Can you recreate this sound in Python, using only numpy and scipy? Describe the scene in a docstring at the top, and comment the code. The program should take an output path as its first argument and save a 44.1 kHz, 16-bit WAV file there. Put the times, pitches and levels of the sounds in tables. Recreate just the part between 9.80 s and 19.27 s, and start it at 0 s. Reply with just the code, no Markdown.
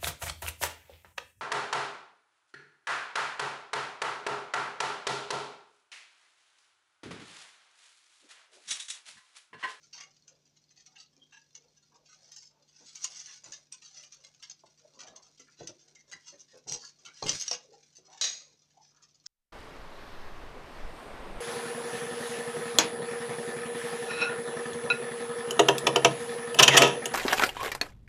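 """Beetles in a plastic tub

Longhorn beetles clamber about in a thin plastic tub, close to the microphone, in a quiet room. Legs fidget and
patter more strongly with effort; some drag hard, or a claw catches and skids: stick-slip and cracks ring the wall.
Handled, the tub scuffs, knocks, rumbles and groans (friction and blows on low modes, gliding tones).
Claws squeak briefly as unsteady tones; one loud snap is three quick cracks. A faint hum and hiss lie under it all.
"""
import sys
import numpy as np
from scipy import signal
from scipy.fft import rfft, irfft, next_fast_len
from scipy.io import wavfile
from scipy.ndimage import uniform_filter1d, map_coordinates

SR = 44100
rng = np.random.default_rng(int(sys.argv[2]) if len(sys.argv) > 2 else 0)


def wrap_up_sound(samples):
    """Save the sound to the file named by the first command line argument, as 16-bit audio."""
    columns = np.atleast_2d(samples).T
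    # keep every value between -1 and 1, then stretch to whole-number steps
    tamed = np.clip(columns, -1, 1)
    steps = np.round(tamed * 32767).astype(np.int16)
    wavfile.write(sys.argv[1], SR, steps)


N = 417627
TIME = np.arange(N) / SR
AGE = np.arange(SR // 3) / SR  # s since the start of one event
FIRM_DB = -43  # an ordinary catch or drag


def amp(db):
    """Decibels to gain."""
    return 10 ** (np.asarray(db) / 20)


def unit(x):
    """Scale to rms 1."""
    return x / np.sqrt(np.mean(x ** 2) + 1e-20)


def peaked(x, db):
    """Scale x so that its loudest two milliseconds have this rms level."""
    power = uniform_filter1d(x * x, SR // 500)
    return x * amp(db) / np.sqrt(power.max())


def held(x, db, length_s):
    """Scale x to the energy of this rms level held for length_s."""
    return x * amp(db) * np.sqrt(length_s * SR / (np.sum(x * x) + 1e-20))


def add(track, s, x):
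    """Mix x into the track at s seconds."""
    part = track[max(round(s * SR), 0):][:len(x)]
    part += x[:len(part)]


def along(points, hz):
    """(Hz, value) points read on a log frequency axis."""
    f, v = np.transpose(points)
    return np.interp(np.log(hz + 1), np.log(f + 1), v)


def wobble(rate_hz, size=N):
    """A smooth random curve, rate_hz knots a second."""
    knots = rng.standard_normal(int(size * rate_hz / SR) + 4)
    return map_coordinates(knots, [TIME[:size] * rate_hz])


def colour(x, *spectra):
    """Causal minimum-phase filter with the summed dB gains of the given spectra."""
    m = 2 * next_fast_len(len(x) // 2 + 2048)
    hz = np.fft.rfftfreq(m, 1 / SR)
    gain_db = sum(along(points, hz) for points in spectra)
    cepstrum = irfft(np.log(amp(gain_db)))
    cepstrum[1:m // 2] *= 2  # fold to the causal side
    cepstrum[m // 2 + 1:] = 0
    return irfft(rfft(x, m) * np.exp(rfft(cepstrum)))[:len(x)]


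def fade(t60_s):
    """A decay that loses 60 dB in t60_s."""
    return np.exp(-np.log(1000) * AGE / t60_s)


def burst(t60_s):
    """Dying noise of energy 1: many crowded modes struck at once."""
    x = rng.standard_normal(len(AGE)) * fade(t60_s)
    return x / np.linalg.norm(x)


def ring(modes, blur_hz=0):
    """Damped sines from (Hz, dB, t60 s) rows, energy 1; random phase drift widens each line by blur_hz."""
    x = np.zeros(len(AGE))
    for hz, db, t60_s in modes:
        drift = 0
        if blur_hz:
            drift = np.cumsum(rng.standard_normal(len(AGE))) * np.sqrt(2 * np.pi * blur_hz / SR)
        x += amp(db) * fade(t60_s) * np.sin(2 * np.pi * (hz * AGE + rng.random()) + drift)
    return x / np.linalg.norm(x)


def spot(low_hz, high_hz, mean_t60_s, spread_db, count):
    """Every spot of the wall favours its own few modes; the higher ones die sooner."""
    hz = low_hz + (high_hz - low_hz) * (np.arange(count) + rng.random(count)) / count
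    db = spread_db * rng.standard_normal(count)
    t60_s = mean_t60_s * np.sqrt(hz.mean() / hz)
    return ring(zip(hz, db, t60_s))


def swell(length_s):
    """Pressure rises and falls over one stroke."""
    return np.sqrt(np.abs(np.sin(np.pi * AGE / length_s))) * (AGE < length_s)


def friction(length_s, slips_per_s, size_db, wall, glide):
    """Stick and slip: tiny jerks in clumps ring the wall, whose pitch slides as the contact moves."""
    size = len(AGE)
    slips = (rng.random(size) < slips_per_s / SR) * rng.choice([-1, 1], size)
    slips = slips * amp(size_db * (rng.standard_normal(size) + wobble(86.2, size)))
    rung = signal.fftconvolve(slips * swell(length_s), wall)[:size]
    position = np.cumsum(1 + glide * wobble(14.04, size))
    return map_coordinates(rung, [position])


def whistle(length_s, db, hz, flutter_db, waver_hz=55):
    """Fast, nearly even slipping: one unsteady tone under the pressure of a stroke."""
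    size = len(AGE)
    phase = 2 * np.pi * np.cumsum(hz + waver_hz * wobble(620, size)) / SR
    flutter = amp(flutter_db * wobble(82.5, size))
    return held(np.sin(phase) * swell(length_s) * flutter, db, length_s)


# Room decay: f/Hz, t60/s
ROOM_DECAY = [(150, 0.5), (600, 0.25), (4000, 0.24), (13000, 0.039)]


def room(x, wet_db, count=3):
    """Add the room's noise-like tail, a blend of count tails that changes as the tub is moved about."""
    out = x.copy()
    for k in range(count):
        hz, t, z = signal.stft(rng.standard_normal(SR // 2), SR, nperseg=256)
        decay = np.exp(-np.log(1000) * t / along(ROOM_DECAY, hz)[:, None])
        tail = signal.istft(z * decay, SR, nperseg=256)[1]
        share = np.cos(2 * np.pi * TIME + np.pi * k / count) * np.sqrt(2 / count)
        out += amp(wet_db) * signal.fftconvolve(x * share, tail / np.linalg.norm(tail))[:N]
    return out


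# Colour of room air and hiss: f/Hz, relative level/dB
AIR_COLOUR = [(20, -28), (48, -3.5), (65, -12), (110, -3.5), (200, -2.5), (500, -9), (1500, -20),
              (6200, -11.5), (9000, -33), (14500, -32)]


def background(air_db=-76.0, hum_db=-81.0, hum_hz=148, waver_hz=2.06):
    """Room air and microphone hiss as coloured noise; a distant fan's hum as a sine wavering in pitch and level."""
    air = unit(colour(rng.standard_normal(N), AIR_COLOUR))
    phase = 2 * np.pi * np.cumsum(hum_hz + waver_hz * wobble(19.0)) / SR
    hum = np.sin(phase) * amp(0.24 * wobble(45))
    return amp(air_db) * air + amp(hum_db) * unit(hum)


# Beetles' struggle: t/s, effort level/dB (a calm walk is CALM_DB)
STRUGGLE = [(0.0, -62), (0.34, -73.5), (2.11, -73), (2.6, -66), (2.77, -85.5), (2.92, -65.5), (3.27, -51),
            (3.6, -60.5), (3.83, -60.5), (3.9, -89), (3.98, -63), (4.3, -62), (4.52, -69), (7.35, -66),
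            (7.55, -43), (7.84, -68.5), (8.49, -69), (8.78, -73)]
CALM_DB = -70


def effort(s):
    """Decibels by which the beetles' struggle exceeds a calm walk."""
    return np.interp(s, *np.transpose(STRUGGLE)) - CALM_DB


# Colour of the thin plastic wall: f/Hz, gain/dB
WALL_COLOUR = [(30, -99), (100, -21), (650, -19.5), (1500, -9.5), (2800, -8.5), (3950, -2.5), (4500, 1.5),
               (5400, 3), (6000, 8.5), (6700, -0.5), (7500, -6), (8400, -8), (9500, -18.5), (14500, -34)]


def shuffle(calm_level_db=-76, db_per_db=1.213, slips_per_s=1000, size_db=2.0, sway_db=4, body_db=1):
    """Bodies and legs never quite stop sliding: a fine, fluttering grain of slips that swells with effort."""
    slips = (rng.random(N) < slips_per_s / SR) * rng.standard_normal(N)
    slips = slips * amp(size_db * wobble(110) + sway_db * wobble(13))
    rung = signal.fftconvolve(slips, burst(0.021))[:N]
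    grain = unit(colour(rung, WALL_COLOUR, [(2700, body_db), (4800, 0.025)]))
    return amp(calm_level_db + db_per_db * effort(TIME)) * grain


def ticks(per_s=38, size_db=5, calm_level_db=-76.0, db_per_db=0.16, count=8):
    """Tiny foot contacts patter without pause, each foot ringing its own part of the wall, harder with effort."""
    out = np.zeros(N)
    for foot in range(count):
        force = amp(size_db * np.clip(rng.standard_normal(N), -2, 2))
        steps = (rng.random(N) < per_s / count / SR) * force
        wall = spot(2300, 7500, mean_t60_s=0.07, spread_db=6.5, count=7) + burst(0.01)
        out += signal.fftconvolve(steps, wall)[:N]
    patter = unit(colour(out, WALL_COLOUR))
    return room(amp(calm_level_db + db_per_db * effort(TIME)) * patter, wet_db=-20.0)


# Resonances shared by the whole wall: f/Hz, relative level/dB, t60/s
SHARED_MODES = [(1176, -6.5, 0.044), (2805, 7, 0.021), (3263, -2, 0.044), (4740, -13.5, 0.11),
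                (6430, -3, 0.096)]
STROKE_DROP_DB = 8.5  # grip lost over a stroke


def scrape(length_s, db, body_db, slips_per_s=650, ring_db=0, damping_db_per_db=0.4, shared_db=-1):
    """A leg drags over a fresh spot and gradually loses grip; hard pressure damps the spot's ring."""
    spot_db = ring_db - damping_db_per_db * (db - FIRM_DB)
    wall = burst(0.0061) + amp(shared_db) * ring(SHARED_MODES)
    wall = wall + amp(spot_db) * spot(708.0, 7978, mean_t60_s=0.04, spread_db=3.5, count=13)
    rasp = friction(length_s, slips_per_s, size_db=3.0, wall=wall, glide=0.01234)
    rasp = rasp * amp(-STROKE_DROP_DB * np.minimum(AGE / length_s, 1))
    return held(colour(rasp, WALL_COLOUR, [(2700, body_db), (4800, 0.01)]), db, length_s)


def fidget(calm_level_db=-67.0, spread_db=4, db_per_db=0.52, body_db=1.5, stroke_s=0.029,
           longer_db_per_db=1.09, count=110):
    """All the other legs make short strokes at random, stronger and longer with effort."""
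    out = np.zeros(N)
    for k, (when, stretch, strength) in enumerate(rng.random((count, 3))):
        s = (k + when) * N / SR / count
        length_s = stroke_s * (.5 + stretch) * amp(longer_db_per_db * effort(s))
        length_s = min(length_s, AGE[-1])
        db = calm_level_db + db_per_db * effort(s) + spread_db * (2 * strength - 1)
        add(out, s - length_s / 2, scrape(length_s, db, body_db))
    return room(out, wet_db=-8.0)


# Strong leg strokes: start t/s, length/s, level/dB before gain_db, body/dB before body_db
STROKES = [(0.127, 0.073, -48.5, 4), (0.173, 0.084, -52.5, 10.5), (0.962, 0.072, -61.5, 4),
           (1.153, 0.03, -58, 8.5), (1.181, 0.063, -55, 0), (1.521, 0.077, -57, 16.5),
           (2.282, 0.085, -61, 4), (2.418, 0.099, -66, -7), (2.518, 0.2, -57.5, -17),
           (3.215, 0.052, -42.5, -11), (3.242, 0.012, -38.5, 6), (3.315, 0.11, -49.5, 1),
           (3.47, 0.073, -54, 13), (4.036, 0.05, -54, 0), (4.149, 0.075, -52, 5.5), (4.434, 0.046, -55, -2),
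           (4.624, 0.04, -50.5, 10), (5.187, 0.065, -49, 7.5), (5.266, 0.029, -52.5, 10),
           (5.421, 0.018, -58.5, -4), (5.769, 0.085, -57, 7.5), (5.868, 0.021, -55, 4),
           (6.149, 0.018, -57.5, -1), (6.314, 0.037, -47.5, 1), (6.456, 0.079, -51.5, 4),
           (6.591, 0.031, -52.5, -4), (6.87, 0.11, -39.5, -4.5), (6.99, 0.11, -51, -9),
           (7.249, 0.05, -49.5, 7.5), (7.45, 0.083, -35.5, 5), (7.593, 0.038, -36, -12),
           (7.712, 0.056, -44, 8.5), (8.148, 0.048, -55.5, -7), (8.312, 0.16, -57.5, 7.5),
           (9.011, 0.11, -66, 2)]


def scrabble(gain_db=-1, body_db=-1):
    """The strong strokes of single legs, each a stick-slip scrape."""
    out = np.zeros(N)
    for s, length_s, db, body in STROKES:
        add(out, s, scrape(length_s, db + gain_db, body + body_db))
    return room(out, wet_db=-10.0)


# Colour of the tub's body: f/Hz, gain/dB
TUB_COLOUR = [(60, -75.5), (200, -2.5), (550, -4.5), (1000, -6), (1600, -10.5), (3000, -18), (8000, -82)]
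# Firm rubs: start t/s, length/s, level/dB before gain_db, pitch f/Hz
FIRM_RUBS = [(0.139, 0.089, -65.5, 734), (2.107, 0.072, -68.5, 1047), (2.991, 0.073, -66.5, 418),
             (3.629, 0.086, -63.5, 830), (5.119, 0.3, -63, 441), (5.199, 0.073, -62.5, 775),
             (5.345, 0.072, -65.5, 1430), (5.661, 0.039, -63.5, 1910), (5.786, 0.052, -53, 605),
             (5.874, 0.048, -53, 464), (6.522, 0.042, -59, 494), (6.728, 0.075, -57.5, 383),
             (6.859, 0.12, -52, 647), (7.021, 0.042, -57.5, 1336), (7.258, 0.059, -57, 1974),
             (7.439, 0.13, -50.5, 586), (8.265, 0.12, -60.5, 742)]
# Light finger brushes; level before gain_db, median pitch
BRUSH_PER_S, BRUSH_S, BRUSH_DB, BRUSH_HZ = 2.8, 0.17, -74.5, 578


def rubs(gain_db=-2.5, dull_db=-15, upper_db=-4, brush_octaves=0.372):
    """Soft friction stirs the tub's low modes into a sliding, hollow scuff; light brushes fall at random."""
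    out = np.zeros(N)
    brushes = []
    for slot_s in np.arange(0, N / SR, 1 / BRUSH_PER_S):
        s = slot_s + rng.random() / BRUSH_PER_S
        pitch_hz = BRUSH_HZ * 2 ** (brush_octaves * rng.standard_normal())
        brushes.append((s, BRUSH_S, BRUSH_DB, pitch_hz))
    for s, length_s, db, pitch_hz in list(FIRM_RUBS) + brushes:
        low = spot(.7 * pitch_hz, 1.35 * pitch_hz, mean_t60_s=0.04, spread_db=5.5, count=3)
        upper = spot(1.35 * pitch_hz, 4 * pitch_hz, mean_t60_s=0.025, spread_db=8.0, count=6)
        wall = amp(dull_db) * burst(0.048) + low + amp(upper_db) * upper
        rub = friction(length_s, slips_per_s=580, size_db=1.5, wall=wall, glide=0.1109)
        add(out, s, held(colour(rub, TUB_COLOUR), db + gain_db, length_s))
    return room(out, wet_db=-8.5)


# Rumble under a rub whose table level is PRESS_DB, and its growth with force
FLEX_DB, FLEX_DB_PER_DB, PRESS_DB = -42, 4, -48.5
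KNOCK_FLEX_S = 0.059  # how long the tub gives under a knock


def thuds():
    """The tub flexes with a low noise rumble under knocks and firm rubs, the more the harder it is rubbed."""
    out = np.zeros(N)
    flex = [(25, -8), (70, -21), (100, -1.0), (160, 4.5), (210, -3), (400, -4), (1200, -51.5)]
    pressed = [(s, length_s, FLEX_DB + FLEX_DB_PER_DB * (db - PRESS_DB)) for s, length_s, db, _ in FIRM_RUBS]
    knocked = [(s, KNOCK_FLEX_S, rumble_db) for s, _, _, rumble_db in HOLLOW_KNOCKS]
    for s, length_s, db in pressed + knocked:
        push = rng.standard_normal(len(AGE)) * swell(length_s)
        add(out, s, held(colour(push, flex), db, length_s))
    return out


# Hardest claw catches: t/s, peak level/dB before gain_db, ringing pitch f/Hz, sharp edge/dB before edge_db
CATCHES = [(0.208, -39.5, 6070, 4), (0.479, -49, 6130, 5), (1.062, -49, 6100, 4), (1.752, -41.5, 6570, -30),
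           (2.519, -44, 6220, 17), (2.563, -42.5, 6730, 12), (2.623, -52, 5860, 0),
           (3.156, -36.5, 6500, 11), (3.243, -22.5, 6680, 10.5), (3.4, -36, 5950, -6),
           (3.46, -42, 5860, -2), (3.642, -41, 6900, -25), (3.722, -34.5, 6690, 2),
           (3.735, -38.5, 4900, -9), (3.924, -35, 5690, 5), (4.022, -51.5, 2700, 12),
           (4.236, -46.5, 2880, 17), (4.323, -44.5, 6110, 5), (4.345, -54, 6400, 23),
           (4.626, -46.5, 2810, 19), (4.698, -35.5, 6640, -12), (5.362, -42.5, 6300, 8),
           (5.598, -46, 6270, 10), (5.873, -33.5, 6280, 6), (6.775, -56, 5280, 28), (6.882, -40, 7000, -9),
           (6.922, -24, 5850, 10), (7.426, -28, 4200, -33), (7.493, -18.5, 6050, -12),
           (7.612, -25, 6340, 8), (7.68, -24, 5740, -6), (7.712, -21, 5460, 1), (7.729, -26, 5520, 3),
           (9.226, -53, 6840, 10), (9.289, -68, 6400, -5), (9.463, -33, 5270, -10)]
# Skid around a catch of FIRM_DB, and its growth with force
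SKID_S, SKID_DB, SKID_DB_PER_DB = 0.039, -57, 0.6252
SKID_LEAD_S = 0.0072  # slide before the claw lets go


def claws(gain_db=-3.0, body_db=1, edge_db=2, note_db=5.5, rise_s=0.00016):
    """A claw lets go with a crack, rings its spot of the wall at one main pitch and skids a little."""
    out = np.zeros(N)
    for s, db, pitch_hz, edge in CATCHES:
        blow = burst(0.022) + spot(1565.0, 8800, mean_t60_s=0.022, spread_db=0.5, count=12)
        tilt = [(2200, body_db), (4500, 0.044), (7000, 0.009), (10000, edge_db + edge)]
        note = colour(ring([(pitch_hz, 0, 0.04)], blur_hz=100), WALL_COLOUR)
        catch = unit(colour(blow, WALL_COLOUR, tilt)) + amp(note_db) * unit(note)
        add(out, s, peaked(catch * (1 - np.exp(-AGE / rise_s)), db + gain_db))
        skid_db = SKID_DB + SKID_DB_PER_DB * (db - FIRM_DB)
        add(out, s - SKID_LEAD_S, scrape(SKID_S, skid_db, body_db))
    return room(out, wet_db=-10.5)


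# Claw squeaks on smooth plastic: start t/s, length/s, level/dB, f/Hz
CLAW_SQUEAKS = [(1.156, .022, -59, 2700), (1.397, .042, -64, 3220), (3.2, .33, -73, 9400),
                (3.923, .009, -48, 8200), (6.15, .03, -63, 2120), (6.323, .016, -49, 2000)]
# Groans of sliding fingertips: start t/s, length/s, level/dB, first f/Hz, last f/Hz
FINGER_GROANS = [(5.018, 0.048, -65, 620, 615), (7.817, 0.09, -67.5, 553, 424),
                 (7.899, 0.073, -62, 410, 546), (7.914, 0.067, -67, 837, 770),
                 (8.942, 0.099, -67.5, 782, 853)]


def squeaks():
    """Near-even slipping: claws make thin, broken whistles, fingertips low, gliding groans."""
    out = np.zeros(N)
    for s, length_s, db, hz in CLAW_SQUEAKS:
        add(out, s, whistle(length_s, db, hz, flutter_db=12))
    for s, length_s, db, start_hz, end_hz in FINGER_GROANS:
        glide_hz = np.interp(AGE, [0, length_s], [start_hz, end_hz])
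        add(out, s, whistle(length_s, db, glide_hz, flutter_db=7))
    return room(out, wet_db=-5.5)


# Hollow knocks on the tub: t/s, peak level/dB, pitch f/Hz, rumble level/dB
HOLLOW_KNOCKS = [(3.659, -62, 900, -67), (4.835, -54, 694, -77), (5.278, -57.5, 607, -69),
                 (5.596, -58.5, 402, -77), (5.807, -41, 601, -58.5), (6.325, -55, 1090, -68),
                 (7.424, -30.5, 740, -43.5), (7.711, -35.5, 729, -68), (8.185, -59.5, 400, -78)]


def knocks(flank_db=7, ring_db=1):
    """A blunt tap gives one short push and leaves the tub's low modes ringing."""
    out = np.zeros(N)
    for s, db, pitch_hz, _ in HOLLOW_KNOCKS:
        hollow = [(pitch_hz / 2, -flank_db), (pitch_hz, 0), (2 * pitch_hz, -flank_db)]
        modes = spot(pitch_hz / 2, 1.7 * pitch_hz, mean_t60_s=0.054, spread_db=2.5, count=6)
        blow = burst(0.0134) + amp(ring_db) * modes
        add(out, s, peaked(colour(blow, TUB_COLOUR, hollow), db))
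    return room(out, wet_db=-5.5)


# Cracks of the wall's snap: t/s, peak level/dB before gain_db
CRACKS = [(8.412, -21), (8.422, -26.5), (8.441, -24)]
# Modes of the snapping wall: f/Hz, relative level/dB, t60/s
CRACK_MODES = [(655, -7, 0.36), (2033, -3, 0.37), (2474, -6, 0.46), (3707, 6, 0.088), (3850, 9, 0.33),
               (4120, 3.5, 0.4), (4850, 3, 0.41), (5740, 8, 0.3), (6560, 11.5, 0.37)]


def snap(gain_db=-3.5, ring_db=5, dull_db=-14, tail_db=-3, rise_s=0.00043):
    """The wall springs back in three quick cracks; its crowded modes ring out into the room."""
    out = np.zeros(N)
    radiation = [(30, -85), (500, -3.5), (2500, -1.5), (6800, -0.5), (9000, dull_db), (14000, 2 * dull_db)]
    for s, db in CRACKS:
        crack = unit(colour(burst(0.022) + amp(tail_db) * burst(0.35), WALL_COLOUR))
        modes = ring(CRACK_MODES, blur_hz=108.5) * (1 + 2.8 * fade(0.018))  # stronger at first
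        body = unit(colour(modes, radiation))
        onset = 1 - np.exp(-AGE / rise_s)
        add(out, s, peaked((crack + amp(ring_db) * body) * onset, db + gain_db))
    return room(out, wet_db=-1.5)


def scene():
    """Everything heard at one microphone."""
    beetles = shuffle() + ticks() + fidget() + scrabble() + claws() + squeaks()
    tub = rubs() + thuds() + knocks() + snap()
    return (background() + beetles + tub)[None]


TOP_HZ = 14600


def record(dry):
    """The recorder's steep low-pass: 80 dB down above its band limit."""
    low_pass = signal.ellip(10, .1, 80, TOP_HZ, fs=SR, output="sos")
    return signal.sosfilt(low_pass, dry)


dry = scene()
out = record(dry)
wrap_up_sound(out)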